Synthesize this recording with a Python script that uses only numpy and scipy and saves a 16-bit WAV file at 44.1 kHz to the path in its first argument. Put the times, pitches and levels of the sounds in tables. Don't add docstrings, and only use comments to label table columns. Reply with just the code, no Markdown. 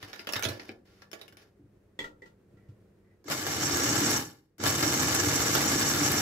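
import sys
import numpy as np
from scipy import signal
from scipy.fft import rfft, irfft
from scipy.io import wavfile

SR = 44100
rng = np.random.default_rng(int(sys.argv[2]) if len(sys.argv) > 2 else 0)


def generate_wav(signal):
    frames = np.transpose(np.atleast_2d(signal))
    scaled = np.clip(frames, -1, 1) * 32767
    pcm = np.round(scaled).astype(np.int16)
    wavfile.write(sys.argv[1], SR, pcm)


N = 273861
TIME = np.arange(N) / SR

# (frequency [Hz], level [dB], t60 [s], left-right difference [dB])
BOWL_MODES = [(815, -4, .06, 0), (1130, -5, .04, 5), (1395, -2, .05, 2), (1650, -3, .08, 0),
              (1727, -1, .24, 1), (2117, -3, .06, -3), (2320, -7, .08, 0), (2890, -6, .12, 1),
              (3060, -5, .08, 2), (3622, -5, .07, 5), (3900, -7, .07, -2), (4390, -3, .07, 4),
              (4714, -4, .06, 6), (5320, -1, .04, 4)]
# (frequency [Hz], level struck at one side [dB], at the other [dB], t60 [s])
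LID_MODES = [(300, -18, -13, .1), (400, -8, -14, .06), (490, -7, -14, .07), (910, -12, -16, .05),
             (1370, -22, 0, .065), (1900, -3, -8, .06), (1945, -2, -7, .09), (2020, -4, -13, .06),
             (2290, -9, -18, .05), (3300, 0, -14, .055), (3440, -1, -16, .06), (7924, -22, -28, .07)]
# (switch on [s], switch off [s])
BURSTS = [(3.24, 4.1645), (4.578, 6.3)]
# (frequency [Hz], coherence [0-1])
COHERENCE = [(60, 0.92), (330, .97), (550, 0.46), (900, 0.32), (1400, 0.45), (2200, 0.11), (16000, 0.16)]
SPIN_UP_S = 0.083


def amp(db):
    return 10 ** (np.asarray(db) / 20)


def unit(x):
    return x / np.sqrt(np.mean(x ** 2) + 1e-20)


def read(points, hz):
    f, value = np.transpose(points)
    return np.interp(np.log(hz + 1), np.log(f + 1), value)


def pan(db):
    return amp([[db / 2], [-db / 2]])


def off_centre(x, lag_s=.000113):
    return np.array([np.pad(x[0], (round(lag_s * SR), 0))[:N], x[1]])


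def add(mix, s, sound):
    part = mix[:, max(round(s * SR), 0):][:, :sound.shape[1]]
    part += sound[:, :part.shape[1]]


def colour(x, spectrum, size=4096):
    log_gain = np.log(amp(read(spectrum, abs(np.fft.fftfreq(size, 1 / SR)))))
    taps = np.fft.ifft(np.exp(np.conj(signal.hilbert(log_gain)))).real
    return signal.oaconvolve(x, taps[None], axes=1)[:, :x.shape[1]]


def cohere(x):
    left, right = rfft(x)
    alike = np.clip(read(COHERENCE, np.fft.rfftfreq(x.shape[1], 1 / SR)), 0, 1)
    mid = (left + right) * np.sqrt(1 + alike)
    side = (left - right) * np.sqrt(1 - alike)
    return irfft(np.array([mid + side, mid - side]) / 2, x.shape[1])


def hail(per_s, spread_db):
    size = amp(spread_db * np.minimum(rng.exponential(1, (2, N)), 4))
    return cohere(size * rng.choice([-1, 1], (2, N)) * (rng.random((2, N)) < per_s / SR))


def wander(lo_hz, hi_hz, count=40):
    t = np.linspace(0, N / SR, N // 64)
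    waves = sum(np.sin(2 * np.pi * (f * t + rng.random())) for f in np.geomspace(lo_hz, hi_hz, count))
    return np.interp(TIME, t, unit(waves))


def swell(s, width_s):
    return np.exp(-((TIME - s) / width_s) ** 2)


def stroke(s, length, db, attack_s=0.0065, t60=0.25):
    release_db = 60 * np.maximum(TIME - s - length, 0) / t60
    return np.clip((TIME - s) / attack_s, 0, 1) * amp(db - release_db)


def chime(modes, t):
    out = np.zeros((2, len(t)))
    for hz, db, t60 in modes:
        phase = rng.uniform(-np.pi, np.pi, (2, 1)) * (1 - np.clip(read(COHERENCE, hz), 0, 1))
        out += amp(db - 60 * t / t60) * np.sin(2 * np.pi * hz * t + phase)
    return out


def sing(modes, load_hz):
    out = np.zeros((2, N))
    for hz, db, t60, side_db in modes:
        pole = np.exp((2j * np.pi * hz - np.log(1000) / t60 - np.pi * load_hz) / SR)
        response = signal.lfilter([1], [1, -pole], hail(per_s=1200, spread_db=2.5)).real
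        out += amp(db) * pan(side_db) * unit(response)
    return unit(out)


def background():
    # (frequency [Hz], spectral level [dB])
    air_spectrum = [(15, -46.5), (25, -9), (82, -1), (149, -4), (195, -0.5), (249, -8.5), (373, -1.5),
                    (887, -23), (1890, -25), (3160, -34.5), (16000, -42)]
    # (frequency [Hz], level [dB])
    hum_partials = [(100, -69), (199.2, -71)]
    # (time [s], gain [dB])
    floor_level = [(1.0, -2), (1.9, -2), (2.85, 0.5), (3.2, -3), (4.4, -10)]
    flutter_db = 0.7 * wander(lo_hz=2, hi_hz=15)
    air = unit(colour(cohere(rng.standard_normal((2, N))), air_spectrum)) * amp(-62 + flutter_db)
    hum = sum(amp(db) * np.sqrt(2) * np.sin(2 * np.pi * hz * TIME) for hz, db in hum_partials)
    return (air + hum) * amp(np.interp(TIME, *np.transpose(floor_level)))


def biscuits():
    # (start [s], length [s], level [dB], share of coarse clicks [0-1])
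    slides = [(0, .22, -54, .6), (.48, .06, -48, .6), (.60, .09, -58, .7), (.85, .19, -68, .05),
              (1.15, .09, -63, .8), (1.38, .04, -62, .2)]
    # (time [s], level [dB], treble [dB], clink frequency [Hz])
    drops = [(0.028, -30.5, -20, 1810), (0.131, -29, -25, 3880), (0.193, -30.5, -27, 5020),
             (0.271, -24, -24, 3180), (0.29, -25, -21, 2820), (0.324, -26.5, -6, 5260),
             (0.335, -18, -15.5, 5450), (0.357, -21.5, -26.5, 2100), (0.363, -21.5, -20, 3830),
             (0.394, -25.5, -12, 1430), (0.425, -22.5, -15, 2300), (0.434, -20.5, -20.5, 6190),
             (0.441, -20.5, -16.5, 3870), (0.451, -18, -18, 3454), (0.487, -22.5, -18, 4180),
             (0.596, -31, -38, 1840), (0.692, -29.5, -51, 2400), (1.02, -39, -26, 1640),
             (1.115, -39, -8, 5500), (1.131, -28.5, -19, 2280), (1.214, -34.5, -20, 3760),
             (1.28, -42, -18, 2930), (1.325, -45.5, -19, 1500), (1.37, -41, -19, 2290)]
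    # (frequency [Hz], spectral level [dB])
    spectrum = [(130, -32), (220, -7), (326, -3.5), (420, -2), (1050, -13.5), (1450, -8), (2000, -7.5),
                (3950, -13), (4480, -13), (5260, -9.5), (9010, -26), (10400, -18), (16000, -25)]
    smooth = unit(colour(hail(per_s=7000, spread_db=-2.0), spectrum))
    catching = unit(colour(hail(per_s=350, spread_db=1.0), spectrum))
    glass = amp(-6) * sing(BOWL_MODES, load_hz=6)
    jerks_db = 4.5 * wander(lo_hz=14, hi_hz=70)
    scrape = np.zeros((2, N))
    for s, length, db, coarse in slides:
        grain = np.sqrt(1 - coarse) * smooth + np.sqrt(coarse) * catching
        jerks = unit(amp(np.sqrt(coarse) * jerks_db))
        scrape += (grain * jerks + glass) * stroke(s, length, db)
    scrape = colour(scrape, [(5500, 0.0014), (8500, -2)])
    clatter = snaps(drops, spectrum, rattle_s=0.06, ring_db=-12.5, clink_db=2.5, snap_db=-4.5,
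                    usual_treble_db=-18.5, body_share=.15)
    return scrape + amp(-11.5) * clatter


def snaps(rows, spectrum, rattle_s, ring_db, clink_db, snap_db, usual_treble_db, body_share):
    out, t = np.zeros((2, N)), np.arange(SR // 3) / SR
    bands_hz = np.geomspace(700, 16000, 30)
    for s, db, treble_db, clink_hz in rows:
        high_db = treble_db - usual_treble_db
        tilt = [(400, -body_share * high_db), (900, 0.014), (5000, 0.0086), (9000, high_db)]
        decay = amp(-60 * t / rattle_s) + amp(snap_db + 0.7 * high_db) * np.exp(-t / 0.00092)
        grit = rng.standard_normal((2, len(t))) * (rng.random(len(t)) < .25)
        hit = colour(colour(cohere(grit) * decay, spectrum), tilt)
        hit = colour(hit, np.c_[bands_hz, rng.normal(0, 3.5, len(bands_hz))])
        hit /= np.sqrt(np.mean(hit[:, :SR // 200] ** 2))
        ring = chime([(hz, mode_db + rng.normal(0, 4), t60) for hz, mode_db, t60, _ in BOWL_MODES], t)
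        clink = chime([(clink_hz * rng.uniform(.94, 1.06), 0, .025), (clink_hz, 0, .035)], t)
        scatter = pan(7 * rng.uniform(-1, 1))
        add(out, s, amp(db) * scatter * (hit + amp(ring_db) * ring + amp(clink_db) * clink))
    return out


def counter():
    # (time [s], foot level [dB], wall level [dB])
    thuds = [(.03, -45.5, -48), (0.359, -39, -42.5), (.458, -31.5, -38.5), (.50, -33, -41),
             (.69, -51, -48.5), (1.594, -57, -51.5), (1.636, -51, -54.5), (2.536, -51, -57),
             (2.687, -40, -56), (3.257, -57.5, -41.5), (4.597, -46, -33), (5.272, -25.5, -33),
             (5.567, -45, -26)]
    # (frequency [Hz], level [dB], t60 [s])
    foot_modes = [(105.2, 0.5, 0.17), (121, -0.5, 0.12)]
    # (frequency [Hz], level [dB], t60 [s])
    wall_modes = [(235, -7.5, 0.099), (295, 0.5, 0.12), (332, -2.5, .09)]
    out, t = np.zeros((2, N)), np.arange(SR // 2) / SR
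    for s, foot_db, wall_db in thuds:
        foot = amp(foot_db) * chime(foot_modes, t) * (1 - np.exp(-t / 0.017))
        wall = amp(wall_db) * chime(wall_modes, t) * (1 - np.exp(-t / 0.008))
        add(out, s, amp(6.5) * (foot + wall))
    return out


def lid():
    # (time [s], level [dB], place [0-1], left-right difference [dB], tick level [dB])
    taps = [(1.990, -30.5, 0, 1, -7), (2.003, -31.5, 0, -2.5, -13.5), (2.041, -32.5, 0.87, 1.5, -11),
            (2.220, -41, 0, -2, -16), (2.258, -52, 0.63, 2, -3), (2.57, -65, 0.57, -3.5, -6),
            (2.687, -72.5, 0.5, 2, 7)]
    tick_spectrum = [(100, 4), (400, 8.5), (750, -1), (2100, -1), (3400, 0.5), (8000, -8.5),
                     (10000, -19), (15000, -17)]
    out, t = np.zeros((2, N)), np.arange(SR // 3) / SR
    hardest_db = max(row[1] for row in taps)
    for s, db, place, side_db, tick_db in taps:
        contact_s = 0.002 + 0.00023 * (hardest_db - db)
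        db_per_octave = 3.1 * (hardest_db - db)
        modes = []
        for hz, near_db, far_db, t60 in LID_MODES:
            dull_db = db_per_octave * max(np.log2(hz / 2000), -.15)
            modes.append((hz, near_db + place * (far_db - near_db) - dull_db, t60))
        tick = colour(cohere(rng.standard_normal((2, len(t)))) * amp(-60 * t / 0.17), tick_spectrum)
        ring = amp(1.0) * chime(modes, t) * (1 - np.exp(-t / contact_s))
        add(out, s, amp(db) * pan(side_db) * (ring + amp(tick_db) * tick))
    return out


def rubbing():
    # (start [s], length [s], level [dB])
    rubs = [(2.57, 0.09, -76), (3.04, .08, -77)]
    low_modes = [(hz, db, t60, 0) for hz, db, _, t60 in LID_MODES if hz < 3000]
    return sing(low_modes, load_hz=15) * sum(stroke(*rub) for rub in rubs)


def motor(coast_s=0.091):
    return sum(np.clip((TIME - on) / SPIN_UP_S, 0, 1) * np.exp(-np.maximum(TIME - off, 0) / coast_s)
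               for on, off in BURSTS)


def drive(speed, power, whole_db, powder_db_per_s, fling_db, lull_db):
    grind_s = 0.59
    run_s = np.cumsum(speed) / SR
    grain_db = whole_db * np.maximum(1 - run_s / grind_s, 0)
    grain_db += powder_db_per_s * np.maximum(run_s - grind_s, 0)
    start_db = sum(fling_db * swell(on + SPIN_UP_S, 0.02) + lull_db * swell(on + 0.2, 0.098)
                   for on, _ in BURSTS)
    return speed ** power * amp(grain_db + start_db)


def chopper():
    # (frequency [Hz], spectral level [dB])
    churn_spectrum = [(20, -44), (45, -21), (68, -16), (84, -5), (106, 0), (128, -.5), (195, -8), (250, -4),
                      (297, 2), (335, -1), (380, -7), (470, -8), (600, -16), (1500, -80)]
    # (frequency [Hz], spectral level [dB])
    chunk_spectrum = [(290, -19.5), (500, -3.5), (813, 1), (971, -4), (1110, 1.5), (1740, -1.5),
                      (3410, -7.5), (4990, -5), (5610, -5.5), (7920, -3.5), (8500, -30.5), (11000, -39),
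                      (18700, -120)]
    # (frequency [Hz], spectral level [dB])
    dust_spectrum = [(4880, -36), (8300, -18), (8820, -10.5), (10900, -4.5), (12100, -0.5), (13500, -10),
                     (15200, -7), (16000, -18)]
    # (frequency [Hz], level [dB], t60 [s], left-right difference [dB])
    blade_modes = [(5612, -1, .08, -13), (5748, 1, .07, 0), (6430, -2, .024, -6), (6595, 0, .035, 7),
                   (6911, -8, .05, 0), (7170, -3.5, .032, 0), (7690, -2.5, .03, -13)]
    # (time [s], gain [dB])
    collapses = [(4.837, 5), (5.57, 5)]
    speed = motor()
    lumps = amp(sum(db * swell(s, width_s=0.01) for s, db in collapses))
    clumps = wander(lo_hz=8, hi_hz=159, count=90)

    churn = unit(colour(hail(per_s=900, spread_db=1.5), churn_spectrum)) * lumps
    churn *= drive(speed, power=1.48, whole_db=-7.5, powder_db_per_s=0.25, fling_db=3, lull_db=-3)

    chunks = unit(colour(hail(per_s=2500, spread_db=3.6), chunk_spectrum))
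    glass = sing(BOWL_MODES, load_hz=26)
    free_db = 4 * (1 - speed)
    wall = (amp(0.3 - free_db) * chunks + amp(free_db - 2) * glass) * amp(1.39 * clumps) * lumps
    wall *= drive(speed, power=1.87, whole_db=-6.5, powder_db_per_s=0, fling_db=6.5, lull_db=-1.5)

    blade = sing(blade_modes, load_hz=2) * amp(2.27 * wander(lo_hz=4.5, hi_hz=39.82))
    blade *= drive(speed, power=2.07, whole_db=-7, powder_db_per_s=-0.3, fling_db=-6, lull_db=-4.5)

    dust = unit(colour(hail(per_s=8700, spread_db=0.5), dust_spectrum))
    dust *= amp(1.6 * clumps + wander(lo_hz=6.3, hi_hz=58.9))
    late_speed = np.interp(TIME - 0.013, TIME, speed)
    dust *= drive(late_speed, power=1.8, whole_db=-6.5, powder_db_per_s=1.2, fling_db=10, lull_db=-0.5)
    return amp(-32.5) * (churn + wall) + amp(-32) * blade + amp(-40.5) * pan(4.3) * dust


def cracks():
    # (time [s], level [dB], treble [dB], clink frequency [Hz])
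    events = [(3.242, -49, -27, 1440), (3.282, -30, -26, 1400), (3.3, -23.5, -21.5, 3560),
              (3.467, -20.5, -23, 1680), (3.771, -24.5, -7, 5460), (4.108, -19, 4, 5390),
              (4.168, -22, -22, 6100), (4.582, -44.5, -17, 2110), (4.602, -30.5, -30, 1430),
              (4.638, -18.5, -22, 1435), (4.827, -16.5, -25, 1670), (5.148, -19, -13, 5640),
              (5.551, -14, -20.5, 5500), (6.119, -19, -2, 1800)]
    spectrum = [(80, -32), (300, 8.5), (700, 9.5), (1600, 4), (2600, -4), (4500, -1), (6500, 3),
                (8800, -12), (12000, 2.5), (15500, -9.5)]
    return amp(-9.5) * snaps(events, spectrum, rattle_s=.042, ring_db=-14, clink_db=-6, snap_db=-12,
                             usual_treble_db=-21, body_share=.8)


def kitchen(x, size=24000):
    # (frequency [Hz], t60 [s])
    decay_times = [(100, 0.72), (300, 0.35), (800, 0.41), (2000, 0.16), (6000, 0.14), (14000, 0.15)]
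    reflections = rng.standard_normal((2, size)) * (rng.random((2, size)) < 1 / 16)
    reflections[:, :round(.005 * SR)] = 0
    hz, t, bands = signal.stft(cohere(reflections), SR, nperseg=256)
    tail = signal.istft(bands * amp(-60 * t / read(decay_times, hz)[:, None]), SR)[1]
    return signal.fftconvolve(x, tail / np.linalg.norm(tail[0]), axes=1)[:, :N]


def scene():
    knocks = biscuits() + lid() + rubbing() + off_centre(cracks())
    machine = off_centre(chopper())
    direct = counter() + knocks + machine
    reverberation = amp(-6.5) * kitchen(knocks) + amp(-17) * kitchen(machine)
    return direct + reverberation + background()


def record(dry, cutoff_hz=15720):
    low_pass = signal.firwin(601, cutoff_hz, window=("kaiser", 8), fs=SR)
    return signal.oaconvolve(dry, low_pass[None], "same", axes=1)


dry = scene()
out = record(dry)
generate_wav(out)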